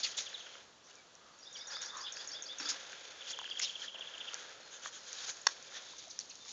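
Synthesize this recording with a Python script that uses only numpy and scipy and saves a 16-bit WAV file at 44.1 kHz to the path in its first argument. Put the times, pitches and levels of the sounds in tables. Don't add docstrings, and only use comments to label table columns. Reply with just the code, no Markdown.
import sys
import numpy as np
from scipy import signal
from scipy.fft import rfft, irfft
from scipy.io import wavfile
from scipy.ndimage import uniform_filter1d

SR = 44100
rng = np.random.default_rng(int(sys.argv[2]) if len(sys.argv) > 2 else 0)


def persist_wave(psi):
    counts = np.round(np.clip(psi, -1, 1) * 32767).astype(np.int16)
    wavfile.write(sys.argv[1], SR, np.atleast_2d(counts).T)


def linear_from_db(decibels):
    return 10 ** (np.asarray(decibels, float) / 20)


N = 287877

# (frequency [Hz], density [dB])
HUSH_COLOUR = [(20, -25), (60, -8.5), (250, -3.5), (1200, -2), (2200, -9), (3400, -4), (5000, -8.5),
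               (9000, -7.5)]
# (time [s],
# length [s], start [Hz], end [Hz], level [dB])
FAR_WHISTLES = [(.396, .03, 6100, 6700, -54), (.96, .075, 2450, 2150, -65), (1.331, .04, 4550, 4430, -66),
                (1.55, .02, 3600, 2750, -44), (1.558, .04, 2360, 2100, -59), (1.604, .04, 2140, 2300, -59),
                (2.058, .03, 3600, 2750, -44), (2.656, .01, 4400, 5600, -35.5),
                (3.482, .09, 4920, 4520, -55), (4.623, .075, 4260, 4220, -56),
                (4.865, .16, 4260, 4200, -61), (5.07, .025, 4050, 3980, -58),
                (2.654, .009, 6100, 6900, -46), (6.108, .014, 4300, 4700, -58),
                (6.204, .018, 4850, 4050, -56), (6.308, .016, 4550, 4100, -56),
                (6.397, .065, 3620, 3570, -57.5)]
# (time [s], peak level [dB], middle [Hz], ground return [dB], wall return [dB])
EARLY_CHIPS = [
    (.081, -47, 3270, -9, -9),
    (.2605, -44, 3480, -9, -14),
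    (.342, -36.5, 3800, -14, -22),
    (0.402, -46, 3310, -10, -14),
    (.461, -50, 3170, -10, -10),
    (0.537, -53, 3260, -4, -4),
]
# (time [s], peak level [dB], middle [Hz], ground return [dB], wall return [dB])
TRILL_CHIPS = [(3.208, -45, 3400, -4, -6), (3.268, -43.5, 3370, -6, -3), (3.331, -39, 3400, -6, -5),
               (3.3908, -41, 3320, -6, -4), (3.4504, -40, 3215, -7, -8), (3.511, -35, 3270, -9, -12),
               (3.5707, -38, 3315, -12, -9), (3.6318, -37.5, 3210, -4, -6), (3.6945, -36.5, 3265, -9, -14),
               (3.7545, -36.5, 3290, -14, -15), (3.8179, -36.5, 3300, -11, -15),
               (3.8795, -38, 3306, -9, -14), (3.9434, -42, 3240, -1, -5), (4.0086, -40, 3284, -2, -11),
               (4.0726, -40.5, 3386, -7, -10), (4.1381, -44, 3226, -2, -3), (4.2044, -38, 3400, -3, -11),
               (4.2752, -41, 3300, 1, -8)]
# (length [s], tail below head [dB])
CHIP_VOICING = [(.02, -4), (.028, -2), (.024, -7), (.02, -4), (.02, -4), (.02, -4), (.02, -4), (.02, -4),
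                (.018, -5), (.018, -4), (.019, -3), (.019, -6), (.019, -7), (.018, -5), (.019, -8),
                (.018, -9), (.018, -13), (.018, -10), (.017, -6), (.017, -5), (.016, -7), (.016, -4),
                (.015, -4), (.015, -4)]
# (time [s], chip [dB], held note [dB], rise [dB], slur [dB])
SONG_PHRASES = [
    (1.387, -54, -54, -54, -51),
    (1.527, -45, -46, -49, -47),
    (1.671, -40, -42, -45, -44),
    (1.816, -37, -39.5, -49, -46),
    (1.969, -39, -45, -47, -44),
    (2.122, -37, -51, -47, -45.5),
    (2.273, -36, -48, -46, -42.5),
    (2.422, -35, -50, -46.5, -41.5),
    (2.584, -36, -44, -46, -42.5),
]
# (pitch [factor], wall return of chip [dB], of held note [dB], of rise [dB], of slur [dB])
SONG_PERCH = [(1.012, -6, 0, -3, -8), (1.012, -3, 1, 0, -9), (1.01, -4, -10, 2, -6),
              (1.001, -2, -13, -12, -4), (.99, -2, -6, -6, -8), (.975, -5, -5, -1, -15),
              (.97, -6, 2, -7, -8), (.98, -13, -6, -8, -14), (.975, -14, -10, -10, -12)]
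# (time [s], level [dB], thick part [dB])
TWIG_CRACKS = [
    (5.4676, -24, 4),
    (5.468, -8, 4),
    (5.4691, -16, 0),
    (5.47, -6.5, -1),
    (5.4705, -12, 0),
    (5.4711, -11, -1),
    (5.4716, -11, -3),
    (5.4727, -25, 0),
    (5.4741, -25, -4),
    (5.4754, -27, -4),
]
# (frequency [Hz], level [dB], t60 [s])
TWIG_RINGS = [(1050, -1, 0.008), (1380, 2, 0.007), (1700, 4.5, 0.004), (2000, -2, .005), (2500, -4, 0.003),
              (3300, 0, 0.0035), (4400, -3, 0.006), (5600, 3.5, 0.0045), (6700, 2, 0.0028)]
# (time [s], peak level [dB], ring [Hz], bright part [dB])
PEBBLE_TICKS = [(0.33, -45, 1650, -12), (0.467, -47.5, 1520, -12), (0.554, -45.5, 1350, -12),
                (1.215, -58, 1300, -9.5), (1.768, -37.5, 1310, -1), (2.17, -39, 1660, -10),
                (2.6, -39, 1470, -9), (2.93, -40, 1580, -8), (3.308, -47, 1480, -11),
                (3.389, -35, 1017, -14), (3.415, -39.5, 923, -15), (3.443, -39, 1660, -12),
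                (3.477, -44, 1610, -9), (3.599, -29.5, 2080, -12), (3.946, -46, 670, -9),
                (3.994, -45, 641, -10), (4.334, -39.5, 1370, -8), (4.6, -47, 530, -12),
                (4.859, -33, 1180, -22), (5.722, -45, 1330, -22), (5.935, -46, 1000, -12),
                (6.458, -50, 1180, -12), (1.721, -45, 1430, -10), (2.114, -49, 1660, -12),
                (2.211, -47, 1670, -12), (3.499, -45, 1680, -8), (3.559, -49, 1780, -12),
                (3.827, -47, 1900, -3), (4.309, -49, 1590, -12), (4.367, -47, 1450, -12),
                (5.129, -51, 1380, -8), (5.294, -41, 1530, -2), (5.319, -48, 1600, -1),
                (5.566, -53, 1750, -12), (6.189, -46, 1800, -8)]
# (time [s], peak level [dB], ring [Hz])
GRIT_FLICKS = [(0.1066, -42, 4120), (0.2917, -36, 6630), (0.34, -45, 4200), (0.9551, -40, 6000),
               (1.153, -40, 5930), (2.584, -45, 5300), (3.1283, -56, 6160), (3.307, -33, 5200),
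               (3.389, -34, 6400), (3.4141, -40, 4370), (3.4431, -38, 4420), (3.466, -47, 7040),
               (3.501, -32, 4810), (3.5953, -22.5, 6750), (3.9957, -41, 6070), (4.1815, -37.5, 6880),
               (4.3432, -22, 6100), (5.13, -25, 6120), (5.55, -52, 6140), (5.6263, -36.5, 6060),
               (6.0811, -39.5, 6130), (6.1905, -20, 5740), (6.2974, -40, 6100), (6.355, -34.5, 6100),
               (.046, -28, 4500), (.5272, -46, 4190), (.8425, -52, 5660), (2.707, -28, 5100),
               (2.9307, -43, 4300), (3.3608, -42, 6350), (3.6182, -30, 5620), (3.8018, -44, 6840),
               (4.3435, -35, 3700), (4.8725, -34, 6100), (2.181, -41, 6900), (5.1305, -42, 4000),
               (4.3974, -39, 6460), (5.284, -36, 5900), (5.305, -36, 6500), (5.435, -46, 6300),
               (5.446, -46, 6700), (3.415, -40, 6500), (3.3895, -41, 4600), (3.317, -36, 6500),
               (.351, -42, 6600), (3.8262, -40, 6410)]
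# (time [s], length [s], level [dB])
SNIFF_PUFFS = [
    (4.705, .08, -52),
    (4.815, .085, -49.5),
    (4.92, .07, -51),
    (5.06, .05, -55),
]
# (frequency [Hz], width [Hz], level [dB])
NOSE_RINGS = [(1600, 500, -8), (3350, 700, -2.5), (6500, 1100, 0)]
# (time [s], peak level [dB], start [Hz], end [Hz], length [s])
PAW_SWIPES = [(0.034, -33, 4600, 4350, 0.028), (.184, -42, 3800, 3850, .009),
              (0.044, -41, 3100, 1700, 0.028), (.032, -44, 6540, 6550, 0.019),
              (0.171, -40.5, 6850, 6800, 0.022), (0.174, -42, 3400, 3900, 0.03),
              (.172, -45, 5600, 5500, .02), (.034, -41, 3550, 3300, .025), (0.183, -53, 2600, 2000, 0.027),
              (1.212, -66.5, 1250, 1230, 0.17), (1.937, -49.5, 1165, 1080, 0.12),
              (2.61, -63, 283, 280, .14), (2.06, -47, 3550, 3400, .07), (2.69, -36.5, 5200, 5030, 0.033),
              (2.69, -37, 6500, 6440, 0.029), (3.307, -44, 6400, 6640, .022),
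              (3.594, -41, 6830, 6700, 0.012), (3.619, -34, 5440, 5300, .034),
              (3.637, -40, 4000, 3300, .035), (5.276, -43.5, 6300, 6400, 0.057),
              (5.751, -48, 3630, 3230, 0.044), (5.982, -49, 6000, 6200, 0.02),
              (6.071, -55, 660, 650, 0.014), (6.102, -48, 6100, 5930, 0.022),
              (6.297, -48, 6200, 6100, .014), (5.802, -58, 3600, 3620, .25),
              (0.846, -63.5, 5600, 6360, .06), (.018, -50, 3300, 3000, .018), (.07, -49, 6300, 6400, .025),
              (.143, -52, 3300, 3100, .016), (.205, -46, 6100, 6300, .03), (.908, -60, 3100, 2700, .012),
              (3.29, -48, 4500, 4300, .02), (5.185, -47, 3750, 3900, .008), (5.416, -48, 6800, 6900, .008),
              (5.74, -53, 6000, 5900, .05), (6.196, -46, 6200, 6000, .018), (6.0, -60, 3600, 3500, .07),
              (6.49, -52, 6800, 6600, .04),
              (2.599, -48, 2500, 2400, .012), (2.602, -55, 300, 260, .018), (2.656, -56, 300, 270, .015),
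                (2.656, -49, 1400, 1350, .03), (2.716, -50, 1420, 1380, .014),
                (2.068, -52, 3000, 2850, .022), (3.613, -46, 2750, 2600, .035),
                (5.75, -53, 1800, 1950, .035), (6.108, -50, 4500, 4500, .012),
                (6.203, -49, 4600, 4300, .016), (6.307, -50, 4450, 4250, .014), (6.3, -58, 2700, 2600, .03),
                (5.99, -56, 4500, 4300, .03), (3.828, -50, 1500, 2000, .03)]
# (frequency [Hz], width [Hz], level [dB])
GRIT_RINGS = [(4430, 2700, 5), (5600, 460, 0.5), (6400, 2450, 4), (7000, 760, -3.5)]
CRUMB_RINGS = [(2340, 1000, 0.62), (3426, 740, 4.4)]
CLOD_RINGS = [(789, 200, -5), (980, 570, -4), (1402, 260, 0.5), (1640, 255, 1.5), (1985, 430, -3.5)]
EARTH_RINGS = [(294, 123, -11), (413, 137, -4.5), (520, 123, 2.5), (691, 260, -0.5)]
# (offset [dB], effort share [ratio], depth share [ratio], looseness share [ratio], clumping [dB])
SOIL_SIZES = [
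    (0, 1.0, .01, .01, 1.17),
    (-5, 1.05, .2, 1.0, 1.1),
    (-6, .9, 1.0, .05, .4),
    (-10.8, .4, .35, .42, .6),
]
# (time [s], effort [dB], depth [dB], looseness [dB])
SOIL_TRICKLE = [(.2, -54, 1, 1), (.61, -60, 1, 3), (.8, -84, 5, -12), (.9, -61, -2, 0), (1.07, -72, 3, -8),
                (1.45, -66, 2, -5), (1.72, -58, 8, -7), (2.5, -61, 6, 7), (2.8, -54, 2, 5),
                (3.75, -60, 2, 2), (3.92, -63, -2, -1), (3.96, -61, 7, 5), (4.4, -54, 4.5, 3),
                (4.58, -61, 4, 4), (5.0, -57, 0, -6), (5.65, -56.5, -2, 2), (6.05, -55.5, -10, -1),
                (6.53, -59, -10, -14)]
# (peak time [s], level [dB], build-up [s], die-away [s], depth [dB])
PAW_STROKES = [(0.002, -42, .01, .025, -12), (.044, -38, .012, .09, -13), (.183, -37, .013, .075, -14),
               (1.58, -54, .06, .06, -4), (1.73, -49, .06, .06, 6), (1.82, -46, .015, .08, 0),
               (1.99, -51, .04, .06, 3), (2.21, -52, .1, .2, 0), (2.6, -46.5, .004, .22, 3),
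               (2.7, -39, .04, .05, -4), (3.315, -42.5, .07, .015, -8), (3.6, -39, .02, .01, -3),
               (3.625, -37, .012, .09, -14), (3.845, -46.5, .11, .05, -3), (4.34, -49.5, .02, .04, 2),
               (4.86, -48, .05, .03, -2), (5.25, -45, .3, .04, -5), (5.3, -42, .06, .02, -1),
               (5.37, -52, .04, .04, -2), (5.487, -50, .015, .02, 7), (5.515, -46, .025, .035, -8),
               (5.753, -51, .07, .2, 2), (6.2, -52, .015, .06, -22), (6.5, -50.5, .15, .1, -25)]
# (frequency [Hz], level [dB])
RECORDER_EDGE = [(6950, 0), (7320, -6), (7660, -18), (8250, -29), (8400, -65.5), (8700, -95)]


def evened(x):
    return x / np.sqrt(np.mean(x ** 2) + 1e-20)


def add(mix, start_s, sound):
    part = mix[round(start_s * SR):][:len(sound)]
    part += sound[:len(part)]


def cavity(x, hz, width_hz):
    pole = np.exp((2j * hz - width_hz) * np.pi / SR)
    return signal.lfilter([1], [1, -2 * pole, pole ** 2], x * (1 + 0j)).real


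def sliding_cavity(x, hz, width_hz):
    turn = np.exp(2j * np.pi * np.cumsum(hz * np.ones(len(x))) / SR)
    r = np.exp(-np.pi * width_hz / SR)
    smooth = signal.lfilter([(1 - r) ** 2], [1, -2 * r, r * r], x / turn)
    return 2 * (turn * smooth).real


def ring(hz, t60):
    t = np.arange(1500) / SR
    contact = np.minimum(t / 0.00022, 1)
    return np.sin(2 * np.pi * hz * t) * linear_from_db(-60 * t / t60) * contact


def whistle(length_s, start_hz, end_hz, bend=1.25, lean=0.99):
    u = np.linspace(0, 1, round(length_s * SR))
    hz = start_hz + (end_hz - start_hz) * u ** bend
    shape = np.sin(np.pi * u ** lean)
    hoarse = linear_from_db(2.4 * evened(uniform_filter1d(rng.standard_normal(len(u)), size=120)))
    steady = np.linalg.norm(shape) / np.linalg.norm(shape * hoarse)
    return np.sin(2 * np.pi * np.cumsum(hz) / SR) * shape * hoarse * steady


def crumble(count, per_s, spread_db):
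    size = linear_from_db(spread_db * np.minimum(rng.exponential(1, count), 5))
    return size * rng.standard_normal(count) * (rng.random(count) < per_s / SR)


def wall(x, echoes, haze_db, t60):
    t = np.arange(SR // 2) / SR
    haze = evened(crumble(len(t), 1800, 2.1) * linear_from_db(-60 * t / t60))
    taps = haze * linear_from_db(haze_db) / np.sqrt(len(t))
    taps[0] = 1
    for delay_s, db in echoes:
        taps[round(delay_s * SR)] = linear_from_db(db)
    return signal.oaconvolve(x, taps)[:N]


def hush():
    hz, db = np.transpose(HUSH_COLOUR)
    f = np.fft.rfftfreq(N, 1 / SR)
    colour = linear_from_db(np.interp(np.log(f + 1), np.log(hz + 1), db))
    return linear_from_db(-59) * evened(irfft(colour * rfft(rng.standard_normal(N)), N))


def far_birds():
    out = np.zeros(N)
    for s, length_s, start_hz, end_hz, db in FAR_WHISTLES:
        add(out, s, linear_from_db(db) * whistle(length_s, start_hz, end_hz, bend=0.9, lean=0.6))
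    return wall(out, [], -6.5, 0.23)


def triller():
    out = np.zeros(N)
    for (s, db, hz, ground_db, wall_db), (length_s, tail_db) in zip(EARLY_CHIPS + TRILL_CHIPS, CHIP_VOICING):
        paths = ((-0.0035, 2.5, 0.33),
                 (0.0052, ground_db + 4.0, 0.58),
                 (0.0348, wall_db + 3.3, 0.4))
        for delay_s, path_db, loudest_at in paths:
            chip = whistle(length_s, 1.09 * hz, 0.72 * hz, bend=1.35, lean=0.85)
            u = np.linspace(0, 1, len(chip))
            head = np.exp(-((u - loudest_at) / 0.23) ** 2)
            add(out, s + delay_s, linear_from_db(db + path_db) * chip * np.maximum(head, linear_from_db(tail_db)))
    return wall(out, [], -6.5, 0.38)


def songbird():
    out = np.zeros(N)
    for phrase, perch in zip(SONG_PHRASES, SONG_PERCH):
        s, chip_db, held_db, rise_db, slur_db = phrase
        pitch, chip_back, held_back, rise_back, slur_back = perch
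        notes = (
            (-0.001, 0.006, 5250, 7300, 1.3, 0.75, chip_db, chip_back, 0.42),
            (0.007, 0.021, 5660, 5540, 0.9, 1.2, held_db, held_back, 1),
            (0.0245, 0.028, 3950, 5300, 2.1, 1.05, rise_db + 2.2, rise_back, 1),
            (0.051, 0.04, 5120, 5050, 0.6, 1.2, rise_db - 6, rise_back, 1),
            (0.0625, 0.043, 3410, 3980, 0.95, 2.05, slur_db + 0.1, slur_back, 1),
            (0.049, 0.014, 5000, 4050, 0.7, 1.1, rise_db - 7, rise_back, 1),
            (0.102, 0.05, 3720, 3560, 0.6, 0.6, slur_db - 12, slur_back, 1))
        for delay_s, length_s, start_hz, end_hz, lean, bend, db, back_db, echo_lean in notes:
            vary_hz = 0.04 * (end_hz - start_hz) * rng.standard_normal()
            start_hz = pitch * start_hz + vary_hz
            for late_s, path_db, tilt in ((0, 0, 1), (0.0445, back_db, echo_lean)):
                note = whistle(length_s, start_hz, pitch * end_hz, bend=bend, lean=lean * tilt)
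                add(out, s + delay_s + late_s, linear_from_db(db + path_db) * note)
    return wall(out, [(0.0055, -7)], -4, 0.34)


def twig():
    thick, thin = 0, 0
    for k, (hz, db, t60) in enumerate(TWIG_RINGS):
        mode = (-1) ** (k + 1) * linear_from_db(db) * ring(hz, t60)
        if hz < 2200:
            thick = thick + mode
        else:
            thin = thin + mode
    out = np.zeros(N)
    for s, db, thick_db in TWIG_CRACKS:
        add(out, s, linear_from_db(db - 9) * (thin + linear_from_db(thick_db) * thick))
    return out


def ticks():
    out = np.zeros(N)
    for s, db, hz, bright_db in PEBBLE_TICKS:
        dull = ring(hz, 0.014) - 0.8 * ring(1.6 * hz, 0.008) + 0.4 * ring(2.5 * hz, 0.005)
        bright = ring(6400, 0.0048) + 0.6 * ring(5800, 0.004)
        add(out, s, linear_from_db(db + 1.5) * (dull + linear_from_db(bright_db) * bright))
    for s, db, hz in GRIT_FLICKS:
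        add(out, s, linear_from_db(db + 4.0) * (ring(hz, 0.0034) + 0.5 * ring(0.7 * hz, 0.0013)))
    return out


def small_objects():
    near = wall(ticks(), [(0.019, -22)], -12, 0.24) + wall(twig(), [(0.019, -26.5)], -20, 0.24)
    return signal.sosfilt(signal.butter(4, 420, "high", fs=SR, output="sos"), near)


def sniffs():
    out = np.zeros(N)
    for s, length_s, db in SNIFF_PUFFS:
        arch = np.sin(np.pi * np.linspace(0, 1, round(length_s * SR)))
        air = rng.standard_normal(len(arch))
        flare = 1 + 0.08 * (arch - 0.7)
        puff = sum(linear_from_db(g) * evened(sliding_cavity(air, hz * flare, width)) for hz, width, g in NOSE_RINGS)
        add(out, s, linear_from_db(db) * puff * arch ** 0.7)
    return out


def swipes():
    out = np.zeros(N)
    for s, db, start_hz, end_hz, length_s in PAW_SWIPES:
        u = np.linspace(0, 1, round(1.67 * length_s * SR))
        grit = crumble(len(u), 14000, 2.8)
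        rush = sliding_cavity(grit, start_hz + (end_hz - start_hz) * u, 0.19 * start_hz)
        add(out, s - 0.2 * length_s, linear_from_db(db) * evened(rush) * np.sin(np.pi * u ** 0.55) ** 2)
    return out


def soil_level(offset_db, by_effort, by_depth, by_loose):
    reference_db, packed_db = -55, -2.5
    t = np.arange(0, N + 64, 64) / SR
    s, effort, depth, loose = np.transpose(SOIL_TRICKLE)
    trickle_db = by_effort * (effort - reference_db) + by_depth * depth + by_loose * loose
    rows = [np.interp(t, s, trickle_db)]
    for s, db, rise_s, fall_s, depth in PAW_STROKES:
        away = np.where(t < s, (s - t) / rise_s, (t - s) / fall_s)
        peak_db = by_effort * (db - reference_db) + by_depth * depth + by_loose * packed_db
        rows.append(peak_db - 16 * away)
    level = np.sqrt(np.sum(linear_from_db(np.maximum(rows, -200)) ** 2, axis=0))
    return linear_from_db(reference_db + offset_db) * np.interp(np.arange(N) / SR, t, level)


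def digging():
    clumps = evened(uniform_filter1d(uniform_filter1d(rng.standard_normal(N), 500), 500))
    shared = evened(crumble(N, 3000, 2.8))
    out = np.zeros(N)
    for (*shares, clump_db), rings in zip(SOIL_SIZES, (GRIT_RINGS, CRUMB_RINGS, CLOD_RINGS, EARTH_RINGS)):
        grains = (0.51 * shared + evened(crumble(N, 9000, 1.3))) * linear_from_db(clump_db * clumps)
        layer = np.zeros(N)
        for k, (hz, width_hz, db) in enumerate(rings):
            layer += (-1) ** k * linear_from_db(db) * evened(cavity(grains, hz, width_hz))
        out += evened(layer) * soil_level(*shares)
    return out


def scene():
    birds = far_birds() + triller() + songbird()
    dog = small_objects() + sniffs() + swipes() + digging()
    mono = hush() + birds + dog
    return np.array([mono, mono])


def low_pass(x):
    return signal.sosfilt(signal.butter(12, 8390, fs=SR, output="sos"), x)


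def record(dry):
    edge_db = np.interp(np.fft.rfftfreq(N, 1 / SR), *np.transpose(RECORDER_EDGE))
    mix = irfft(rfft(dry) * linear_from_db(edge_db), N)
    return low_pass(mix)


dry = scene()
out = record(dry)
persist_wave(out)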